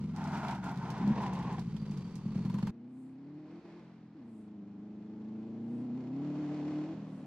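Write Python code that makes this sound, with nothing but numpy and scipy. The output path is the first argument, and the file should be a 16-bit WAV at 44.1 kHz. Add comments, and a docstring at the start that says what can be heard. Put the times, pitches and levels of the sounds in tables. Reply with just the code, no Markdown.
"""A flat-four dirt buggy, close by: its exhaust burbles through a bend, blips once on the way and pulls away.
At 2.7 s the place changes: far off at first, it races up a forest straight, shifts up and lifts off.
Clicks from four uneven cylinders ring pipe resonances; at full throttle gliding harmonics make a growl.
Filtered noise gives the scrubbing tyres, valve clatter, stones, cracks and distant roar. Trunks echo the
exhaust, an insect rasps and forest air lies under both places. The microphone has two ports."""
import sys
import numpy as np
from scipy import signal
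from scipy.fft import rfft, irfft
from scipy.io import wavfile
from scipy.ndimage import uniform_filter1d

SR = 44100
rng = np.random.default_rng(int(sys.argv[2]) if len(sys.argv) > 2 else 0)


def put_to_file(sound):
    """Save the sound as 16-bit audio at rate SR, in the file named by the first command-line argument."""
    columns = np.atleast_2d(sound).T  # one column per channel
    safe = np.clip(columns, -1, 1)
    whole_steps = np.round(safe * 32767)
    wavfile.write(sys.argv[1], SR, whole_steps.astype(np.int16))


N = 320166
T, HZ = np.arange(N) / SR, np.fft.rfftfreq(N, 1 / SR)
CUT_S = 2.706  # from the bend to the straight

# how the engine runs, by manner: per cylinder strength [relative] and lag_ms; pipe [pitch_hz, width_hz];
# rough [share of strength], jitter_ms; leak_db past the silencer, hum_db at the firing rate;
# order [multiple of engine speed] and tone_db of the clean tones
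MANNERS = { "coast": dict(strength=[0.44, 0.38, 0.75, .7], lag_ms=[-1.2, 0.17, 1.75, 1.9],
           pipe=[(131.4, 50), (196, 39), (169, 240)],
           rough=0.031, jitter_ms=.04, leak_db=-56.5, hum_db=-15.5, order=[7, 9, 10, 12],
           tone_db=[-17, -11, -13, -16.5]), "overrun": dict(strength=[0.28, .35, 0.65, 1],
           lag_ms=[0, 0, 0, 0], pipe=[(132.5, 14), (198.5, 25.5), (169, 350)],
           rough=0.074, jitter_ms=0.054, leak_db=-49, hum_db=-18.5, order=[], tone_db=[]),
           "blip": dict(strength=[0.79, 0.62, 0.7, 0.35], lag_ms=[0.41, -0.21, 0.64, -1.5], pipe=[(145, 12),
           (205, 27), (295, 110)], rough=0.054, jitter_ms=0.72, leak_db=-32, hum_db=-23, order=[12],
           tone_db=[-7.5]), "lug": dict(strength=[0.41, 0.44, 0.25, 0.81], lag_ms=[2.5, 1, -4, 0],
           pipe=[(128, 30), (201, 27.5), (220, 1400)],
           rough=0.078, jitter_ms=0.094, leak_db=-60, hum_db=-17.5, order=[], tone_db=[]),
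           "pull": dict(strength=[0.65, 0.7, 0.76, 1.5], lag_ms=[.2, .6, 0.0094, 0.0041], pipe=[(120, 40),
           (217, 100), (310, 110)], rough=.35, jitter_ms=0.65, leak_db=-22, hum_db=-34, order=[],
           tone_db=[]), "lift": dict(strength=[0.68, 0.3, 0.24, 0.081], lag_ms=[0, .48, 1.57, 2.24],
           pipe=[(132, 29), (212, 36.5), (302, 117)],
           rough=0.044, jitter_ms=0.21, leak_db=-57.5, hum_db=-29, order=[5], tone_db=[-17.5])}
# the driver's moves: start_s, manner, throttle_db
MOVES = [(0, "coast", 0), (0.998, "blip", 8), (1.037, "blip", 11), (1.128, "coast", 2.5),
         (1.63, "overrun", 4), (2.019, "coast", 1.5), (2.25, "lug", 8), (2.34, "lug", 9.5),
         (2.707, "pull", -3), (3.597, "lift", -21), (3.645, "pull", -5.5), (3.799, "lift", -10),
         (4.15, "pull", -6), (4.215, "pull", -2), (6.938, "lift", -6.5)]
# engine speed through the bend, sinking but for the blip and the final pull: time_s, speed_cycles_per_s
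# (one cycle is four strokes)
BEND_SPEED = [(0, 22.54), (.16, 21.86), (.4, 19.59), (.66, 16.25), (.85, 14.92), (1, 13.14), (1.06, 17.17),
              (1.13, 18.3), (1.35, 16.49), (1.6, 14.51), (1.9, 12.37), (2.25, 9.85), (2.4, 10.51),
              (2.7, 12.18)]
# engine speed up the straight, falling at the upshift; before wheel hop: time_s, speed_cycles_per_s
STRAIGHT_SPEED = [(2.71, 28.6), (2.78, 29.1), (2.86, 30.9), (2.97, 32.4), (3.13, 32.6), (3.38, 38.1),
                  (3.48, 38.6), (3.54, 43.2), (3.61, 40.6), (3.65, 42.4), (3.71, 41.1), (3.8, 44.2),
                  (3.87, 44.6), (4.16, 40.8), (4.22, 29.9), (4.3, 28.7), (4.37, 26.5), (4.55, 26.2),
                  (4.63, 24.8), (5, 26.43), (5.3, 27.06), (5.55, 28.1), (5.8, 30.1), (6.11, 32.2),
                  (6.19, 35.2), (6.3, 37), (6.76, 37.3), (6.85, 38.7), (6.93, 41), (7.26, 37)]
# washboard stretches, where the wheels hop and the revs swing: start_s, end_s, depth [share of speed]
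WASHBOARD = [(4.37, 4.85, .014), (5.8, 6.085, .04), (6.23, 6.73, .022)]
HOP_HZ = 7
# exhaust level by distance, before throttle and revs: time_s, level_db
BEND_NEARNESS = [(0, -38.5), (1.3, -38), (2.7, -38.5)]
STRAIGHT_NEARNESS = [(2.71, -49.5), (3.2, -50.5), (3.5, -48), (4.2, -50), (4.55, -49), (5.1, -46.5),
                     (5.7, -40.5), (6, -41), (6.3, -39), (6.8, -40.5), (7.26, -44.5)]
REV_DB_PER_OCTAVE, CRUISE_HZ = 5.5, 20.3  # louder with the revs; no change at the cruising speed
CHAMBER_HZ, CHAMBER_WIDTH_HZ = 215, 104  # the silencer's chamber spreads each pulse without colouring it
HUM_LOW_HZ = 48.7  # the hum thins out below this firing rate
NEAR_ECHO_DB, STRAIGHT_ECHO_DB = -14, -14  # trees round the bend, trees along the straight
# microphone ports, close and far: likeness [pitch_hz, 0-1], balance [pitch_hz, left_minus_right_db],
# phase [pitch_hz, right_lag_radians]
NEAR_PORTS = ([(150, 1), (950, .99), (2400, .85), (6000, .4), (15000, .3)], [(400, .6), (1000, .4),
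              (2400, -1), (6000, -5.5), (15000, -13)], [(200, 0), (1000, -.3), (2000, -.7), (3600, -1.3),
              (6000, -2.2)])
FAR_PORTS = ([(60, .95), (400, .99), (950, .95), (2400, .6), (6000, .1)], [(60, 1), (400, .3),
             (6000, -1.5)], [(500, 0), (2400, .2), (7500, 1.5)])
# valve gear and fan close by: time_s, level_db
CLATTER_LEVEL = [(0, -53.5), (.8, -69.5), (1.6, -53), (1.8, -54.5), (1.95, -52), (2.2, -55.5), (2.4, -51),
                 (2.55, -52.5), (2.7, -49.5)]
# their colour: pitch_hz, relative_db
CLATTER_COLOUR = [(200, 2.5), (330, 7.5), (450, 1.5), (620, -8.5), (980, -3.5), (1660, -14.5), (2330, -14),
                  (3720, -18.5), (4500, -18), (6220, -23.5), (11700, -41), (15000, -54.5)]
# a thin whine: time_s, pitch_hz, level_db
WHINE = [(1.5, 4750, -90), (1.8, 4660, -66.5), (2.05, 4620, -66), (2.2, 4580, -74), (2.4, 4380, -64.5),
         (2.7, 4340, -63)]
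# colour of the forest air: pitch_hz, relative_db
FOREST_COLOUR = [(30, -34), (70, -2), (150, 7), (400, -13.5), (1000, -10.5), (3000, -23.5), (6000, -34.5),
                 (15000, -60)]
# tyres sliding on dirt, before trim: time_s, level_db
SCRUB = [(0.13, -56), (0.138, -49), (0.232, -41.5), (0.306, -44), (0.342, -37.5), (0.416, -41),
         (0.452, -37.5), (0.522, -40), (0.612, -50.5), (0.666, -41.5), (0.768, -48.5), (0.834, -42.5),
         (1.074, -43), (1.264, -38.5), (1.288, -43.5), (1.546, -43.5), (1.562, -50.5), (1.6, -48.5)]
GRIP_S = .2  # the slide builds up until this time
# the tread catches and surges, before trim: time_s, peak_db
BITES = [(0.168, -50), (0.332, -47), (0.448, -41), (0.5, -48), (0.633, -41), (0.692, -41), (1.178, -40),
         (1.208, -41), (1.236, -43), (1.327, -44), (1.51, -46), (1.581, -36)]
# tyre colour entering and leaving the bend: pitch_hz, relative_db
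SCRUB_IN = [(100, -40), (250, -2), (400, -13), (520, -20.5), (700, -5), (920, -2), (1150, -14.5),
            (1420, -8), (1750, -20), (2050, -19.5), (3000, -27), (6000, -34), (10000, -49), (15000, -60)]
SCRUB_OUT = [(100, -38), (250, -4), (470, -8), (610, -13), (800, -4), (1020, -1), (1250, -18.5),
             (1700, -17), (3000, -25), (6000, -34.5), (10000, -54), (15000, -71)]
# larger stones hitting the chassis, before trim and balance: start_s, peak_db, pitch_hz
STONES = [(0.162, -47, 4970), (0.3726, -48, 5380), (0.483, -39.5, 3100), (0.51, -45, 3000),
          (0.7144, -58, 12000), (0.9028, -44.5, 4470), (1.2645, -44, 3500), (1.5934, -47, 4360),
          (1.7654, -48, 3270), (1.9114, -53, 5900), (1.974, -52, 4860), (2.155, -49.5, 5540)]
# smaller gravel at random during the slide: rate, middle level before trim, spread either way, middle pitch
GRAVEL_PER_S, GRAVEL_DB, GRAVEL_SPREAD_DB, GRAVEL_HZ = 15, -52, 4, 4400
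# sharp exhaust cracks under load, before trim: start_s, peak_db
CRACKS = [(2.357, -50), (2.451, -50), (2.498, -45), (2.542, -44), (2.585, -43), (2.627, -41.5),
          (2.67, -41.5)]
# harmonics of the full-throttle note: order [multiple of engine speed], relative_db
DRONE_ORDERS = [(3, -19.5), (4, -7), (5, -11), (6, -22), (7, -10.5), (8, -0.5), (9, -12.5), (10, -13),
                (11, -16), (12, -6.5), (14, -19), (16, -5.5), (17, -10), (18, -15), (21, -11.5), (33, -13)]
# the pipe's colour on that note: pitch_hz, relative_db
DRONE_PIPE = [(70, -18), (100, -10), (150, 0), (200, 2.5), (300, 1.5), (335, -3), (375, -11), (430, -12),
              (500, -18.5), (550, -25.5), (610, -16.5), (700, -24), (830, -24), (1000, -28.5), (1400, -34)]
PULL_ROUGH_DB = -16  # uneven firings under that note
# roar of the approaching buggy, before trim: time_s, level_db
ROAR_LEVEL = [(2.88, -72), (3.15, -67.5), (3.7, -57), (3.88, -58.5), (4.12, -66.5), (4.19, -63.5),
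              (4.32, -66.5), (4.7, -65), (6.1, -55.5), (6.5, -47.5), (6.8, -48.5), (7.12, -54)]
# its full colour, and the harsher one before the upshift: pitch_hz, relative_db
ROAR_FULL = [(30, -30.5), (75, -9.5), (150, -12), (300, -4.5), (450, -5), (650, -7.5), (940, -11),
             (1460, -19), (2400, -23.5), (4600, -30.5), (7000, -37), (11600, -64.5), (14000, -73)]
ROAR_HARSH = [(30, -24), (75, -10), (150, -25), (300, -3), (450, -4), (650, -10), (900, -8.5), (1350, -17),
              (1800, -18), (2350, -19.5), (3000, -26), (4600, -27), (7000, -38.5), (11600, -57.5),
              (14000, -68)]
RASP = .5  # exhaust buzz against the hiss in the roar
# insect calls: peak_s, level_db
INSECT = [(3.02, -84), (4.37, -85.5), (5.76, -87), (7.17, -85.5)]


def amp(db):
    """Decibels to gain."""
    return 10 ** (np.asarray(db) / 20)


def evened(x):
    """Scales to rms 1."""
    return x / np.sqrt(np.mean(x ** 2) + 1e-20)


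def curve(rows, axis=1):
    """One column of a time table, at every sample."""
    rows = np.asarray(rows)
    return np.interp(T, rows[:, 0], rows[:, axis])


def read(points):
    """A frequency table, at every bin, on a log frequency scale."""
    hz, value = np.transpose(points)
    return np.interp(np.log(HZ + 1), np.log(hz + 1), value)


def between(start, end, fade=0.0026):
    """A gate with short ramps."""
    return np.clip((T - start) / fade + .5, 0, 1) * np.clip((end - T) / fade + .5, 0, 1)


def wander(hz):
    """Random drift of rms 1, fading out above the given rate."""
    return evened(irfft(rfft(rng.standard_normal(N)) / (1 + (HZ / hz) ** 4), N))


def resonance(hz, width):
    """Response of one damped mode."""
    return 1j * HZ * width / (hz ** 2 - HZ ** 2 + 1j * HZ * width)


def at_ports(pair, colour, ports):
    """Colours two unrelated signals and makes them as alike as the ports hear them; their mean has rms 1."""
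    same, balance_db, phase = map(read, ports)
    same = np.clip(same, 0, 1)
    left, other = rfft(pair) * colour
    right = (same * left + np.sqrt(1 - same ** 2) * other) * np.exp(-1j * phase)
    out = irfft(np.array([left * amp(balance_db / 2), right * amp(-balance_db / 2)]), N)
    return out / np.std(out.mean(0))


def hiss(envelope=1):
    """Two unrelated white noises under one envelope."""
    return rng.standard_normal((2, N)) * envelope


def fuzzy_tone(hz, width_hz):
    """A narrow band of noise that follows a pitch curve."""
    turn = 2 * np.pi * np.cumsum(hz) / SR
    return wander(width_hz) * np.cos(turn) + wander(width_hz) * np.sin(turn)


def add(mix, s, sound):
    """Adds a stereo sound at a time."""
    part = mix[:, max(round(s * SR), 0):][:, :sound.shape[1]]
    part += sound[:, :part.shape[1]]


def speed():
    """Engine cycles per second, swinging as the wheels hop over the washboard."""
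    hop = sum(depth * np.sin(2 * np.pi * HOP_HZ * (T - start)) * between(start, end)
              for start, end, depth in WASHBOARD)
    return curve(BEND_SPEED + STRAIGHT_SPEED) * (1 + hop)


def crank():
    """Engine cycles counted on from a set point in the cycle."""
    return np.cumsum(speed()) / SR - .33


def firings(strength, lag_ms, rough, jitter_ms, surge_db=.8, sway=.003, **_):
    """One click a firing; unequal headers delay some cylinders, which makes the flat-four burble."""
    revs, cycles = speed(), crank()
    stroke = np.arange(-1, int(cycles[-1] * len(strength)))
    cylinder = stroke % len(strength)
    chance = rng.standard_normal((len(stroke), 2))
    s = np.interp(stroke / len(strength), cycles, T)
    s += (np.take(lag_ms, cylinder) + jitter_ms * chance[:, 0]) / 1000
    s += sway / np.interp(s, T, revs) * np.interp(s, T, wander(9.6))  # bumps tug at the crank
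    clicks = np.zeros(N)
    place = np.clip(s * SR, 0, N - 1).astype(int)
    clicks[place] = np.take(strength, cylinder) * (1 + rough * chance[:, 1])
    return clicks * amp(surge_db * wander(15.0))


def puffs(clicks, decay_s):
    """The gas flow that dies away after each click; rms 1."""
    return evened(signal.lfilter([1], [1, -np.exp(-1 / (decay_s * SR))], clicks))


def tones(order, tone_db, centre_hz=170, octaves=0.88, waver_db=4.0, thump_at=0.6335, **_):
    """Clean multiples of engine speed, in step at one point of the cycle; strongest in the pipe's boom."""
    revs, turn = speed(), 2 * np.pi * (crank() - thump_at)
    total = 0
    for k, db in zip(np.round(order), tone_db):
        in_boom = np.exp(-(np.log2(k * revs / centre_hz) / octaves) ** 2)
        total = total + np.sqrt(2) * amp(db + waver_db * wander(7.8)) * in_boom * np.cos(k * turn)
    return total


def exhaust(manner, turbulence=.105, leak_hz=450, leak_width_hz=420, leak_top_hz=950):
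    """Clicks and turbulent puffs ring the pipe; a little of each edge leaks straight out. Steady rms 1."""
    clicks = firings(**manner)
    drive = evened(clicks) + turbulence * puffs(clicks, 0.066) * rng.standard_normal(N)
    pipe = np.prod([resonance(hz, width) for hz, width in manner["pipe"]], axis=0)
    chamber = 1 - 2 * resonance(CHAMBER_HZ, CHAMBER_WIDTH_HZ)  # delays only
    # the silencer rounds off each edge
    leak = resonance(leak_hz, leak_width_hz) ** 2 / (1 + (HZ / leak_top_hz) ** 4)
    response = pipe / abs(pipe).max() * chamber + amp(manner["leak_db"]) * leak
    ringing = irfft(rfft(drive) * response, N)
    power = uniform_filter1d(uniform_filter1d(ringing ** 2, size=SR // 8), size=SR // 10)
    steady = ringing / np.sqrt(abs(power) + 1e-12)
    firing_hz = len(manner["strength"]) * speed()
    hum = np.sin(2 * np.pi * np.cumsum(firing_hz) / SR) / (1 + (HUM_LOW_HZ / firing_hz) ** 4)
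    boom = steady + amp(manner["hum_db"] + 2.0 * wander(28)) * evened(hum)
    return evened(boom + tones(**manner)), clicks


def engine():
    """Each move switches the manner of running; loudness follows throttle, revs and nearness."""
    running = {name: np.array(exhaust(manner)) for name, manner in MANNERS.items()}
    running["pull"][0] = drone() + amp(PULL_ROUGH_DB) * running["pull"][0]
    ends = [move[0] for move in MOVES[1:]] + [N / SR]
    boom, clicks = np.zeros((2, N))
    for (s, name, db), end in zip(MOVES, ends):
        gate = between(s, end, fade=0.0056)
        boom += running[name][0] * gate * amp(db)
        clicks += running[name][1] * gate
    nearness_db = np.where(T < CUT_S, curve(BEND_NEARNESS), curve(STRAIGHT_NEARNESS))
    return boom * amp(nearness_db + REV_DB_PER_OCTAVE * np.log2(speed() / CRUISE_HZ)), clicks


def machinery(clicks, beat=0.17, rattle_db=2):
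    """Valve clatter and a whine, as noise bands pulsing with the firings; the whine sinks in pitch."""
    strokes = evened((1 + beat * puffs(clicks, 0.0079)) * amp(rattle_db * wander(100)))
    clatter = at_ports(hiss(strokes), amp(read(CLATTER_COLOUR)), NEAR_PORTS) * amp(curve(CLATTER_LEVEL))
    bands = np.array([fuzzy_tone(curve(WHINE), width_hz=hz) for hz in (45, 130)])
    # the bands' difference sets the ports apart
    whine = evened(bands.sum(0) + .5 * (bands[0] - bands[1]) * np.array([[1], [-1]]))
    pulsing = evened(.2 + puffs(clicks, .008))
    return clatter + pulsing * whine * amp(curve(WHINE, axis=2))


def forest_air(level_db):
    """The quiet bed of the forest: steady coloured noise across the ports."""
    return amp(level_db) * at_ports(hiss(), amp(read(FOREST_COLOUR)), FAR_PORTS)


def trees(x, t60=1.0, spread=0.2):
    """Scattered echoes from the trunks, after 20 ms, slightly different in each port."""
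    t = T[:SR]
    tail = rng.standard_normal((2, SR)) * amp(-60 * t / t60) * (t > .02)
    tail = tail[0] + spread * tail[1] * np.array([[1], [-1]])
    return signal.fftconvolve(x[None], tail / np.linalg.norm(tail[0]), axes=1)[:, :N]


def bites(decay_s=0.0089, bite_db=-7):
    """Gain of the sudden surges as the tread catches in the dirt."""
    return sum(amp(db + bite_db) * between(s, CUT_S, fade=.002) * np.exp(-abs(T - s) / decay_s)
               for s, db in BITES)


def tyres(judder_db=1.0, judder_hz=70, grit_db=1.5, scrub_db=-1.43, howl_db=-11, howl_in_hz=920,
          howl_out_hz=1020, howl_width_hz=45, howl_drift=0.05005):
    """Tread judders over the dirt, crushing grit and howling; the colour shifts as the buggy turns."""
    grains = evened(amp(judder_db * wander(judder_hz) + grit_db * wander(1600)))
    turned = np.clip((T - .65) / .5, 0, 1)  # 0 entering, 1 leaving
    entering, leaving = (at_ports(hiss(grains), amp(read(c)), NEAR_PORTS) for c in (SCRUB_IN, SCRUB_OUT))
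    howl_hz = (howl_in_hz + (howl_out_hz - howl_in_hz) * turned) * (1 + howl_drift * wander(12.33))
    howl = grains * fuzzy_tone(howl_hz, howl_width_hz)
    scrub = np.sqrt(1 - turned) * entering + np.sqrt(turned) * leaving + amp(howl_db) * howl
    sliding = between(0.105, 1.606, fade=0.03) * np.clip(T / GRIP_S, 0, 1) ** 2
    return scrub * (amp(curve(SCRUB) + scrub_db) + bites()) * sliding


def stones(rise_s=0.00026, ring_s=0.0014, spray=0.44, spray_s=0.019, stone_db=2, right_db=3.5, top_hz=10000):
    """Each stone is a noise burst ticking on the tubing, then a spray of sand; louder on the right."""
    out, t = np.zeros((2, N)), T[:SR // 12]
    slide_start, slide_s = SCRUB[2][0], SCRUB[-1][0] - SCRUB[2][0]
    chance = rng.random((round(GRAVEL_PER_S * slide_s), 3))
    gravel = [(slide_start + slide_s * when, GRAVEL_DB + GRAVEL_SPREAD_DB * (2 * size - 1),
               GRAVEL_HZ * (.5 + pitch)) for when, size, pitch in chance]
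    envelope = (1 - np.exp(-t / rise_s)) * (np.exp(-t / ring_s) + spray * np.exp(-t / spray_s))
    for s, db, hz in list(STONES) + gravel:
        burst = rng.standard_normal((2, len(t))) * envelope
        tick = signal.lfilter(*signal.iirpeak(min(hz, SR / 3), 1.6, fs=SR), burst)
        tick = signal.lfilter(*signal.butter(1, min(top_hz, SR / 3), fs=SR), tick)
        add(out, s, tick / abs(tick).max() * amp(db + stone_db))
    return out * amp([[-right_db], [right_db]])


def cracks(rise_s=.0022, crack_db=0, dull_hz=1500, bark_hz=980, bark_q=5, bark_s=.012, bark_db=2.5):
    """Hard firings spit a short broad crack, and the gas behind it barks in the tailpipe."""
    out, t = np.zeros((2, N)), T[:SR // 15]
    for s, db in CRACKS:
        gas = rng.standard_normal((2, len(t))) * t * np.exp(-t / rise_s)
        wide = gas[0] + 7.1 * gas[1] * np.array([[1], [-1]])  # mostly opposite in the two ports
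        spit = signal.lfilter(*signal.butter(1, [400, dull_hz], "bandpass", fs=SR), wide)
        puff = rng.standard_normal(len(t)) * np.exp(-t / bark_s)
        bark = signal.lfilter(*signal.iirpeak(bark_hz, bark_q, fs=SR), puff)
        add(out, s, spit / abs(spit).max() * amp(db + crack_db) + bark / abs(bark).max() * amp(db + bark_db))
    return out


def drone(count=34, smear=.7, merge=.75, waver_db=.9, scatter_db=2.2, shake=.005):
    """Full-throttle firings merge into a growl, smoother at high revs; harmonics glide through the pipe."""
    revs, turn = speed(), 2 * np.pi * (crank() + shake * wander(19))
    air = [wander(6) for _ in range(5)]
    merged = merge * np.clip((revs - 27) / 4, 0, 1)  # phase shift of the odd orders
    note = np.zeros(N)
    for k in range(3, count):
        db = np.interp(k, *np.transpose(DRONE_ORDERS)) + np.interp(k * revs, *np.transpose(DRONE_PIPE))
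        db += (waver_db + scatter_db * k / count) * np.roll(air[k % len(air)], k * SR // 2)
        note += amp(db) * np.cos(k * turn - smear * k ** 2 - k % 2 * merged)
    return note / np.std(note[T > CUT_S])


def rasp(clicks, ring_s=.007):
    """Every firing rattles the pipe in the same way, which gives a buzz rich in harmonics; rms 1."""
    t = T[:SR // 25]
    rattle = rng.standard_normal(len(t)) * np.exp(-t / ring_s)
    return evened(signal.fftconvolve(clicks, rattle)[:N])


def roar(clicks, beat=0.17, flutter_db=0.03, roar_db=-3.5):
    """Exhaust rasp over pulsing tyre hiss, stirred by the air on its long way; harsher before the upshift."""
    flow = hiss(evened(1 + beat * puffs(clicks, 0.016))) + RASP * np.array([rasp(clicks), rasp(clicks)])
    harsh, full = (at_ports(flow * amp(flutter_db * wander(25)), amp(read(c)), FAR_PORTS)
                   for c in (ROAR_HARSH, ROAR_FULL))
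    shifted = np.clip((T - 4.1) / .5, 0, 1)
    return ((1 - shifted) * harsh + shifted * full) * amp(curve(ROAR_LEVEL) + roar_db)


def insect(hz=8300, width=4800, swell_s=0.099):
    """A high rasp of filtered noise that swells and fades at nearly even intervals."""
    calls = sum(amp(db) * np.exp(-((T - s) / swell_s) ** 2) for s, db in INSECT)
    return at_ports(hiss(), resonance(hz, width) ** 3, FAR_PORTS) * calls


def scene(forest_db=-69):
    """The bend close to the microphone, then the distant approach up the straight."""
    boom, clicks = engine()
    near = between(-1, CUT_S, fade=0.0015)
    close = tyres() + machinery(clicks) + stones() + cracks() + amp(NEAR_ECHO_DB) * trees(boom * near)
    distant = roar(clicks) + insect() + amp(STRAIGHT_ECHO_DB) * trees(boom * (1 - near))
    direct = boom * amp([[.2], [-.2]])  # a touch to the left
    return direct + near * close + (1 - near) * distant + forest_air(forest_db)


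def record(dry):
    """The recorder's band limit, a steep low-pass at 15.7 kHz."""
    band = signal.firwin(511, 15700, window=("kaiser", 9), fs=SR)
    return signal.oaconvolve(dry, band[None], "same")


dry = scene()
out = record(dry)
put_to_file(out)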